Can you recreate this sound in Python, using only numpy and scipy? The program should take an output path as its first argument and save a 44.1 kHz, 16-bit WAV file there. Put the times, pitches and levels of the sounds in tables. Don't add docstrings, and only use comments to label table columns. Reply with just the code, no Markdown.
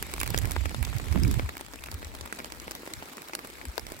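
import sys
import numpy as np
from scipy import signal
from scipy.fft import rfft, irfft
from scipy.io import wavfile
from scipy.ndimage import uniform_filter1d

SR = 44100
rng = np.random.default_rng(int(sys.argv[2]) if len(sys.argv) > 2 else 0)


def waveform_to_disk(signal):
    frames = np.transpose(np.atleast_2d(signal))
    scaled = np.clip(frames, -1, 1) * 32767
    samples = np.round(scaled).astype(np.int16)
    wavfile.write(sys.argv[1], SR, samples)


N = 176400

# f/Hz, left early/dB, right early/dB, both later/dB
WASH_COLOUR = [(60, -24, -14, -27), (150, 1, -4, -10.5), (255, 6, 8, 4.5), (457, -3.5, 2.5, -0.5),
               (665, 1, -4, -5.5), (880, -4.5, 2.5, -2.5), (1280, -4.5, -2.5, -5), (1570, -6, -2.5, -7),
               (2270, -2.5, 1, -5), (2780, -3, -6.5, -10.5), (3970, -4, -8, -10), (5000, -6.5, -8.5, -12),
               (6460, -11, -13, -15.5), (7800, -6, -6.5, -12), (9550, -21, -15.5, -19),
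               (11400, -13.5, -9, -15), (15600, -18, -23, -20)]
# t/s, level/dB
WASH_SWELL = [(0, 1.5), (.35, 1), (.8, -0.5), (1.4, 1), (1.66, -3), (1.9, 0), (2.4, 0), (3, 2), (3.5, 0),
              (4, 0.5)]
# f/Hz, left-right correlation
WASH_LIKENESS = [(100, 0.91), (280, 0.98), (600, 0.15), (1200, 0.047), (2500, 0.13), (15000, 0)]

# t/s, left/dB, right/dB
GUSTS = [(0, -45, -39.5), (0.1, -46, -44), (0.2, -38, -34), (0.33, -54, -30), (0.43, -42, -24.5),
         (0.5, -51, -29.5), (0.72, -45, -36), (0.9, -46, -29.5), (1.0, -46, -35.5), (1.09, -43, -29.5),
         (1.2, -35, -20.5), (1.28, -25.5, -21.5), (1.38, -41, -26.5), (1.46, -30.5, -34.5),
         (1.53, -49, -51), (1.66, -49, -73), (1.94, -43.5, -45), (2.23, -43.5, -52), (2.32, -55, -69),
         (2.6, -45, -57), (2.9, -59, -67), (2.98, -43, -54), (3.1, -67, -68), (3.62, -49.5, -67),
         (3.76, -58, -54), (3.83, -71, -40.5), (4, -56, -52)]
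# f/Hz, level/dB
BUFFET_COLOUR = [(15, -26), (30, -12), (45, -3), (65, 0), (100, -10.5), (150, -14), (250, -32), (400, -51),
                 (900, -59), (3000, -90)]
# f/Hz, level/dB
FLUTTER_COLOUR = [(60, -37), (110, -1.5), (170, 0), (260, 0), (400, -13), (520, -29), (800, -50),
                  (3000, -67)]
# t/s, level/dB
FLUTTER_SWELL = [(0, -58), (.42, -42), (.6, -45.5), (.8, -42), (1.12, -45.5), (1.16, -20.5), (1.205, -30),
                 (1.25, -23), (1.33, -30.5), (1.42, -42), (1.52, -76)]
# t/s, f/Hz, left/dB, right/dB
EDDIES = [(0.313, 96, -47, -26.5), (0.378, 96, -45, -24.5), (0.442, 100, -48, -26), (0.59, 70.5, -39, -24),
          (0.623, 71, -47, -25), (0.67, 72.5, -49, -23.5), (0.8, 113, -44, -24), (0.821, 62.5, -53, -19.5),
          (0.897, 106, -45, -30.5), (0.963, 110, -49, -22), (1.035, 104, -43, -31), (1.12, 83, -38, -19),
          (1.164, 172, -40, -17), (1.255, 103, -31, -16), (1.375, 114, -47, -20), (1.445, 84.6, -29, -28.5),
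          (1.954, 75.6, -34.5, -33), (2.071, 73, -39, -43), (2.234, 74, -37, -47), (2.983, 74, -46, -45),
          (3.691, 66, -31.5, -34.5)]

# f/Hz, level/dB
KNOCK_COLOUR = [(60, -29.5), (200, -4.5), (330, 0), (620, -2), (950, -2.5), (1400, -1.5), (1800, -2),
                (2350, -2.5), (3000, -10), (5000, -14.5), (9000, -41.5), (16000, -47)]
# f/Hz, level/dB
SPRAY_COLOUR = [(800, -39), (2000, -8.5), (3400, -2.5), (5000, -0.5), (6200, -1.5), (7600, -1),
                (10000, -2.5), (12500, -2), (16000, -4.5)]
# t/s, level/dB
PATTER_SWELL = [(0, 0), (.35, 4), (.7, 1), (1.3, 0.5), (1.62, -1.5), (2.3, -2), (2.8, -3), (3.5, -3.5),
                (4, -4.5)]
# t/s, f/Hz, level/dB, pan/dB (pan is left minus right throughout)
RINGING_DROPS = [(0.829, 2300, -24, -2), (0.849, 4850, -26, 1), (1.2348, 5340, -21.5, 9),
                 (1.2498, 2250, -26.5, -2), (1.789, 2600, -30, 0), (1.838, 2590, -28.5, -4),
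                 (1.861, 2680, -34, -2), (3.7958, 5200, -25, -18)]
# f/Hz, level/dB
CASING_COLOUR = [(150, -35), (230, -22), (330, -2), (450, 0), (620, -3), (950, 0.5), (1200, -13.5),
                 (1700, -9), (2300, -13.5), (3000, -17.5), (4300, -9.5), (6000, -19), (8000, -23),
                 (16000, -22)]
# t/s, knock/dB, knock centre/Hz, spray/dB, spray centre/Hz, pan/dB
WET_DROPS = [(0.0257, -32, 1180.0, -29.5, 9780.0, -3.0), (0.1379, -31, 930, -32, 10250.0, -3),
             (0.201, -38, 1970.0, -30.0, 6590.0, -5), (0.2045, -36, 2720.0, -33.0, 11240.0, -5.0),
             (0.2131, -27.5, 1250.0, -30, 10670.0, -1.5), (0.2319, -27.5, 1100, -29.5, 5650.0, -5),
             (0.276, -35, 1160, -32.5, 7250.0, -6), (0.3035, -39, 560.0, -31.0, 9340.0, -4),
             (0.3626, -46.0, 1260.0, -39.5, 4780.0, -6), (0.3766, -33.5, 470.0, -25.5, 3920, -5),
             (0.3866, -34.5, 1440, -27.5, 9000, -11), (0.4545, -35, 1480.0, -34.5, 6680.0, 3),
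             (0.5094, -33.5, 800.0, -33.0, 5420.0, -3.5), (0.5174, -36, 1140, -31, 8400, -1.5),
             (0.8273, -35, 1160.0, -31.5, 16780.0, -5.0), (0.85, -43, 1260.0, -33, 4660.0, -2.0),
             (0.983, -53, 1600.0, -36.5, 7500, 9), (1.234, -38.0, 1630.0, -35, 5040, -2),
             (1.2787, -45.5, 1470.0, -38, 6980.0, -4.0), (1.3123, -38, 895, -34, 5810.0, -7),
             (1.3408, -37, 980, -36.5, 9270.0, -2), (1.5685, -36.5, 860.0, -39, 11220.0, -1.5),
             (1.8376, -40, 1360, -40.0, 6760.0, 2), (1.915, -49, 730.0, -36, 4930.0, -1.5),
             (1.942, -48, 1420.0, -38.5, 9390.0, 4), (2.0463, -53, 1420.0, -41.0, 4150.0, 7),
             (2.259, -39, 1050.0, -41, 8500.0, -2.0), (2.3888, -42.5, 1540.0, -39.5, 3620.0, 3),
             (2.445, -38, 570, -37, 3170, -3), (2.5215, -38.5, 765, -37.5, 4770, -4),
             (2.5995, -58, 1010.0, -39.5, 4650.0, -2), (2.7102, -38, 740.0, -33.5, 8040.0, -1),
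             (2.717, -41.5, 2390.0, -38.5, 8730.0, -1), (2.751, -41, 780.0, -36.5, 5860.0, -1.0),
             (2.936, -43.5, 1500.0, -32.5, 4240.0, -1.0), (3.1695, -50, 1790.0, -41, 6600.0, 3),
             (3.2192, -43.0, 970.0, -40.5, 6770.0, -2), (3.285, -46, 1460.0, -40, 14810.0, -3),
             (3.3507, -32.5, 1040, -28.5, 4690.0, -0.5), (3.472, -49, 1110.0, -41.0, 11450.0, 0.0),
             (3.653, -39.5, 706, -38, 6670.0, 2), (3.795, -39, 820.0, -39.0, 5000.0, -20),
             (3.8667, -42.5, 590.0, -39.5, 3970, -4)]
# t/s, knock/dB, knock centre/Hz, spray/dB, spray centre/Hz, pan/dB, left lead/ms
FABRIC_DROPS = [(0.2615, -37, 1760.0, -38.5, 9000, -2.0, -0.45),
                (0.3452, -23.5, 790.0, -37.5, 9000, 2.0, 0.39),
                (0.4471, -34, 820.0, -47, 4940.0, -5.0, -0.33),
                (0.5641, -26.5, 870.0, -38, 2800, 2.5, 0.14), (0.6569, -28, 950.0, -37, 3700.0, 1.5, 0.39),
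                (0.694, -40, 2440.0, -40, 2800, -2.0, -0.39),
                (0.7144, -38.5, 810.0, -52.5, 3870.0, -2.0, -0.28),
                (0.7456, -32, 820.0, -36.0, 2910.0, 2.5, 0.2),
                (0.9295, -38.5, 845, -56.0, 3700.0, -4, 0.17),
                (0.9987, -35.5, 970.0, -47.5, 4140.0, -5, -0.15),
                (1.1252, -34.5, 1010.0, -38, 2800, 2, 0.37), (1.1584, -31.0, 640.0, -44, 6750.0, -4, -0.07),
                (1.1756, -34, 768.0, -54.5, 8430.0, 3, 0.47),
                (1.249, -35.5, 928.0, -39.5, 6780.0, -4.0, -0.43),
                (1.3958, -26.5, 820.0, -46, 9000, 3, 0.39), (1.4919, -33, 1390, -39, 3300.0, 1, 0.45),
                (1.61, -36, 830, -38.5, 4600, 1, 0.32), (1.7359, -40.5, 920, -41.5, 3670.0, -3, 0.14),
                (1.8605, -43, 1800.0, -42.5, 5360.0, -2.0, -0.46),
                (1.886, -39.5, 860.0, -55, 7250.0, 0, 0.45), (2.0284, -39, 860, -52, 6100.0, -2, 0.38),
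                (2.1499, -41.5, 764, -40, 4800.0, -1, 0.18), (2.2104, -39, 786, -37.5, 3050.0, -1.0, -0.44),
                (2.2752, -41.5, 780.0, -45.5, 3150.0, 2, 0.34),
                (2.326, -29.5, 1070, -35.5, 3830, -2.5, -0.47),
                (2.3942, -36.5, 900.0, -45, 2780, 1.0, 0.34),
                (2.4018, -35.5, 940.0, -51.5, 6770.0, -1, 0.4), (2.68, -34.5, 800, -52, 9000, 0.5, 0.35),
                (2.8332, -40, 480.0, -56, 6430.0, 1, 0.14),
                (2.8629, -41.5, 1190.0, -44.5, 4100.0, 2, -0.42),
                (2.8754, -36.0, 600, -44.0, 5950.0, -1, 0.19),
                (3.025, -36.5, 760, -57.0, 7250.0, 0.0, 0.26), (3.1811, -39, 1050, -44, 4280.0, -3, 0.05),
                (3.2976, -42.5, 580.0, -61.5, 4660.0, -2.0, 0.13),
                (3.3343, -32, 1160, -39.5, 2810.0, 0.5, 0.33),
                (3.391, -36.5, 1090, -43.0, 8140.0, -3, -0.41),
                (3.4477, -39, 620.0, -44.5, 3900.0, -1.0, -0.33),
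                (3.6143, -38.5, 800, -56, 8840.0, 3, 0.41), (3.9199, -35.5, 420.0, -39, 7470.0, 0, -0.4)]
# f/Hz, pan/dB
PORT_BALANCE = [(300, 1), (650, 0), (1000, -0.5), (2200, -1.5), (3000, 2), (4200, 2.5), (5500, 2.5),
                (7000, -4), (7800, 6.5), (9500, -5.5), (12000, -2.5), (15500, 2.5)]

# knock decay/s, knock scatter share, spray decay/s, spray scatter share, spot depth/dB
ON_FABRIC = (0.002, 0.15, 0.0023, 0.39, 1.95)
ON_WET = (0.0012, 0.71, 0.00097, 0.84, 2.04)
KNOCK_HZ, SPRAY_HZ = 950, 6840
DROP_SAMPLES = 2048


def amp(db):
    return 10 ** (np.asarray(db) / 20)


def unit(x):
    return x / np.sqrt(np.mean(x ** 2, axis=-1, keepdims=True) + 1e-20)


def pan(db):
    return unit(amp([db / 2, -db / 2]))[:, None]


def at_hz(points, hz, column=1):
    points = np.array(points)
    return np.interp(np.log(hz + 1), np.log(points[:, 0]), points[:, column])


def at_time(points, t, column=1):
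    points = np.array(points)
    return np.interp(t, points[:, 0], points[:, column])


def add(mix, s, sound):
    part = mix[:, max(round(s * SR), 0):][:, :sound.shape[1]]
    part += sound[:, :part.shape[1]]


def causal(db):
    log_gain = np.log(amp(np.concatenate([db, db[-2:0:-1]])))
    return np.exp(np.conj(signal.hilbert(log_gain)))[:len(db)]


def noise(colour):
    gain = amp(at_hz(colour, np.fft.rfftfreq(N, 1 / SR)))
    return unit(irfft(rfft(rng.standard_normal((2, N))) * gain, N))


def lake_wash(level_db=-46.5, patchy_db=2.5, flicker_db=1.3, even_out_s=(1.28, 1.7)):
    t, hz = np.arange(N // 128 + 5) * 128 / SR, np.fft.rfftfreq(512, 1 / SR)
    a, b, c, d, patches = rng.standard_normal((len(t), len(hz), 5)).T
    common, apart = a + 1j * b, c + 1j * d
    patches = uniform_filter1d(uniform_filter1d(patches, size=9, axis=0), size=7, axis=1)
    flicker = unit(uniform_filter1d(rng.standard_normal(len(t)), size=2))
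    likeness = at_hz(WASH_LIKENESS, hz)[:, None]
    spectra = np.array([common, likeness * common + np.sqrt(1 - likeness ** 2) * apart])
    left, right, late = (at_hz(WASH_COLOUR, hz, column)[:, None] for column in (1, 2, 3))
    blend = np.interp(t, even_out_s, [0, 1])
    db = (1 - blend) * np.array([left, right]) + blend * late + at_time(WASH_SWELL, t)
    spectra *= amp(db + patchy_db * patches / patches.std() + flicker_db * flicker)
    hiss = signal.istft(spectra, nperseg=512, noverlap=384)[1][:, :N]
    return amp(level_db) * hiss / hiss.std()


def wind():
    t = np.arange(N) / SR
    rumble = noise(BUFFET_COLOUR)
    rumble /= np.sqrt(uniform_filter1d(rumble ** 2, size=1500, axis=1) + 1e-6)
    flutter = amp(at_time(FLUTTER_SWELL, t)) * amp([[-18], [0]]) * noise(FLUTTER_COLOUR)
    return amp([at_time(GUSTS, t, 1), at_time(GUSTS, t, 2)]) * rumble + flutter


def wind_thumps(trim_db=0.7, half_width_cycles=1.1, sag_octaves_per_cycle=0.226):
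    out = np.zeros((2, N))
    for s, hz, left_db, right_db in EDDIES:
        half_s = 3 * half_width_cycles / hz
        cycles = hz * np.arange(-half_s, half_s, 1 / SR)
        turns = np.cumsum(hz * 2 ** (-sag_octaves_per_cycle * cycles)) / SR + rng.random()
        turns = turns + 0.095 * rng.standard_normal((2, 1))
        swell = np.sqrt(2) * np.exp(-(cycles / half_width_cycles) ** 2)
        add(out, s - half_s, amp([[left_db], [right_db]]) * swell * np.sin(2 * np.pi * turns))
    return amp(trim_db) * out


def burst(colour, shape_db, decay_s, scatter, lead_ms, rise_s=0.001, likeness=0.58):
    t, hz = np.arange(DROP_SAMPLES) / SR, np.fft.rfftfreq(DROP_SAMPLES, 1 / SR)
    white = rng.standard_normal((3, DROP_SAMPLES))
    grains = likeness * white[2] + np.sqrt(1 - likeness ** 2) * white[:2]
    grains *= (1 - np.exp(-t / rise_s)) * np.exp(-t / decay_s)
    drive = np.sqrt(scatter) * unit(grains) + np.sqrt(1 - scatter) * unit(1. 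* (t == 0))
    delay_s = np.maximum([[-lead_ms], [lead_ms]], 0) / 1000
    delay = np.exp(-2j * np.pi * hz * np.round(delay_s * SR) / SR)
    sound = irfft(rfft(drive) * causal(at_hz(colour, hz) + shape_db) * delay)
    return unit(sound) * np.sqrt(0.005 * SR / DROP_SAMPLES)


def spot_colour(hz, depth_db, bumps=26):
    log_centres = np.linspace(np.log(300), np.log(16000), bumps)
    return depth_db * np.interp(np.log(hz + 1), log_centres, rng.uniform(-1.7, 1.7, bumps))


def tilt(hz, centre_hz, neutral_hz, steepness):
    return steepness * np.log2(centre_hz / neutral_hz) * np.log2(hz / neutral_hz) / 2


def drop(landing, knock_db, knock_hz, spray_db, spray_hz, pan_db, lead_ms):
    knock_s, knock_scatter, spray_s, spray_scatter, spot_db = landing
    hz = np.fft.rfftfreq(DROP_SAMPLES, 1 / SR)
    knock_tilt = tilt(np.clip(hz, 400, 2500), knock_hz, KNOCK_HZ, steepness=11.2)
    spray_tilt = tilt(np.clip(hz, 3500, 14000), spray_hz, SPRAY_HZ, steepness=12.5)
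    hollow = 3.5 * np.exp(-(np.log2((hz + 1) / knock_hz) / 0.36) ** 2)
    spot = spot_colour(hz, spot_db)
    knock = burst(KNOCK_COLOUR, knock_tilt + hollow + spot, knock_s, knock_scatter, lead_ms)
    spray = burst(SPRAY_COLOUR, spray_tilt + spot, spray_s, spray_scatter, lead_ms)
    return (amp(knock_db) * knock + amp(spray_db) * spray) * pan(pan_db)


def patter(drops_per_s=105.5, spread_db=3.5):
    out = np.zeros((2, N))
    for _ in range(int(drops_per_s * N / SR)):
        s = rng.uniform(0, N / SR)
        size, wet, low, high, side = np.clip(rng.standard_normal(5), -2, 2)
        db = spread_db * size + at_time(PATTER_SWELL, s)
        add(out, s, drop(ON_WET if wet > 0 else ON_FABRIC,
                         knock_db=-49 + db - 2 * wet, knock_hz=KNOCK_HZ * 2 ** (0.44 * low),
                         spray_db=-52.5 + db + 3 * wet, spray_hz=SPRAY_HZ * 2 ** (0.22 * high),
                         pan_db=2 * side, lead_ms=0.45 * np.tanh(side)))
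    return out


def plinks(rise_s=0.00023, decay_s=0.0011):
    t, out = np.arange(DROP_SAMPLES) / SR, np.zeros((2, N))
    envelope = (1 - np.exp(-t / rise_s)) * np.exp(-t / decay_s)
    for s, hz, db, pan_db in RINGING_DROPS:
        add(out, s, amp(db) * np.sin(2 * np.pi * hz * t) * envelope * pan(pan_db))
    return out


def casing_drop(at_s=3.7798, left_db=-21, right_db=-44):
    out = np.zeros((2, N))
    click = burst(CASING_COLOUR, shape_db=0, decay_s=0.0023, scatter=0.18, lead_ms=0)
    add(out, at_s, click * amp([[left_db], [right_db]]))
    return out


def wet_splats(trim_db=-0.05):
    out = np.zeros((2, N))
    for s, *hit in WET_DROPS:
        add(out, s, drop(ON_WET, *hit, lead_ms=-0.38))
    return amp(trim_db) * out


def umbrella_taps(trim_db=0.36):
    out = np.zeros((2, N))
    for s, *hit in FABRIC_DROPS:
        add(out, s, drop(ON_FABRIC, *hit))
    return amp(trim_db) * out


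def under_umbrella(near, echo_db=-16.5, delay_s=0.0029, decay_s=0.0033):
    t = np.arange(4096) / SR
    reflections = rng.standard_normal((2, len(t))) * (t > delay_s) * np.exp(-t / decay_s)
    echo = signal.fftconvolve(near, unit(reflections) / np.sqrt(len(t)), axes=1)[:, :N]
    pan_db = at_hz(PORT_BALANCE, np.fft.rfftfreq(N, 1 / SR))
    return irfft(rfft(near + amp(echo_db) * echo) * amp([pan_db / 2, -pan_db / 2]), N)


def scene():
    near = umbrella_taps() + wet_splats() + plinks() + patter()
    return under_umbrella(near) + casing_drop() + lake_wash() + wind() + wind_thumps()


def record(dry):
    lowpass = signal.firwin(401, 16000, window=("kaiser", 8), fs=SR)
    return signal.oaconvolve(dry, lowpass[None], "same")


dry = scene()
out = record(dry)
waveform_to_disk(out)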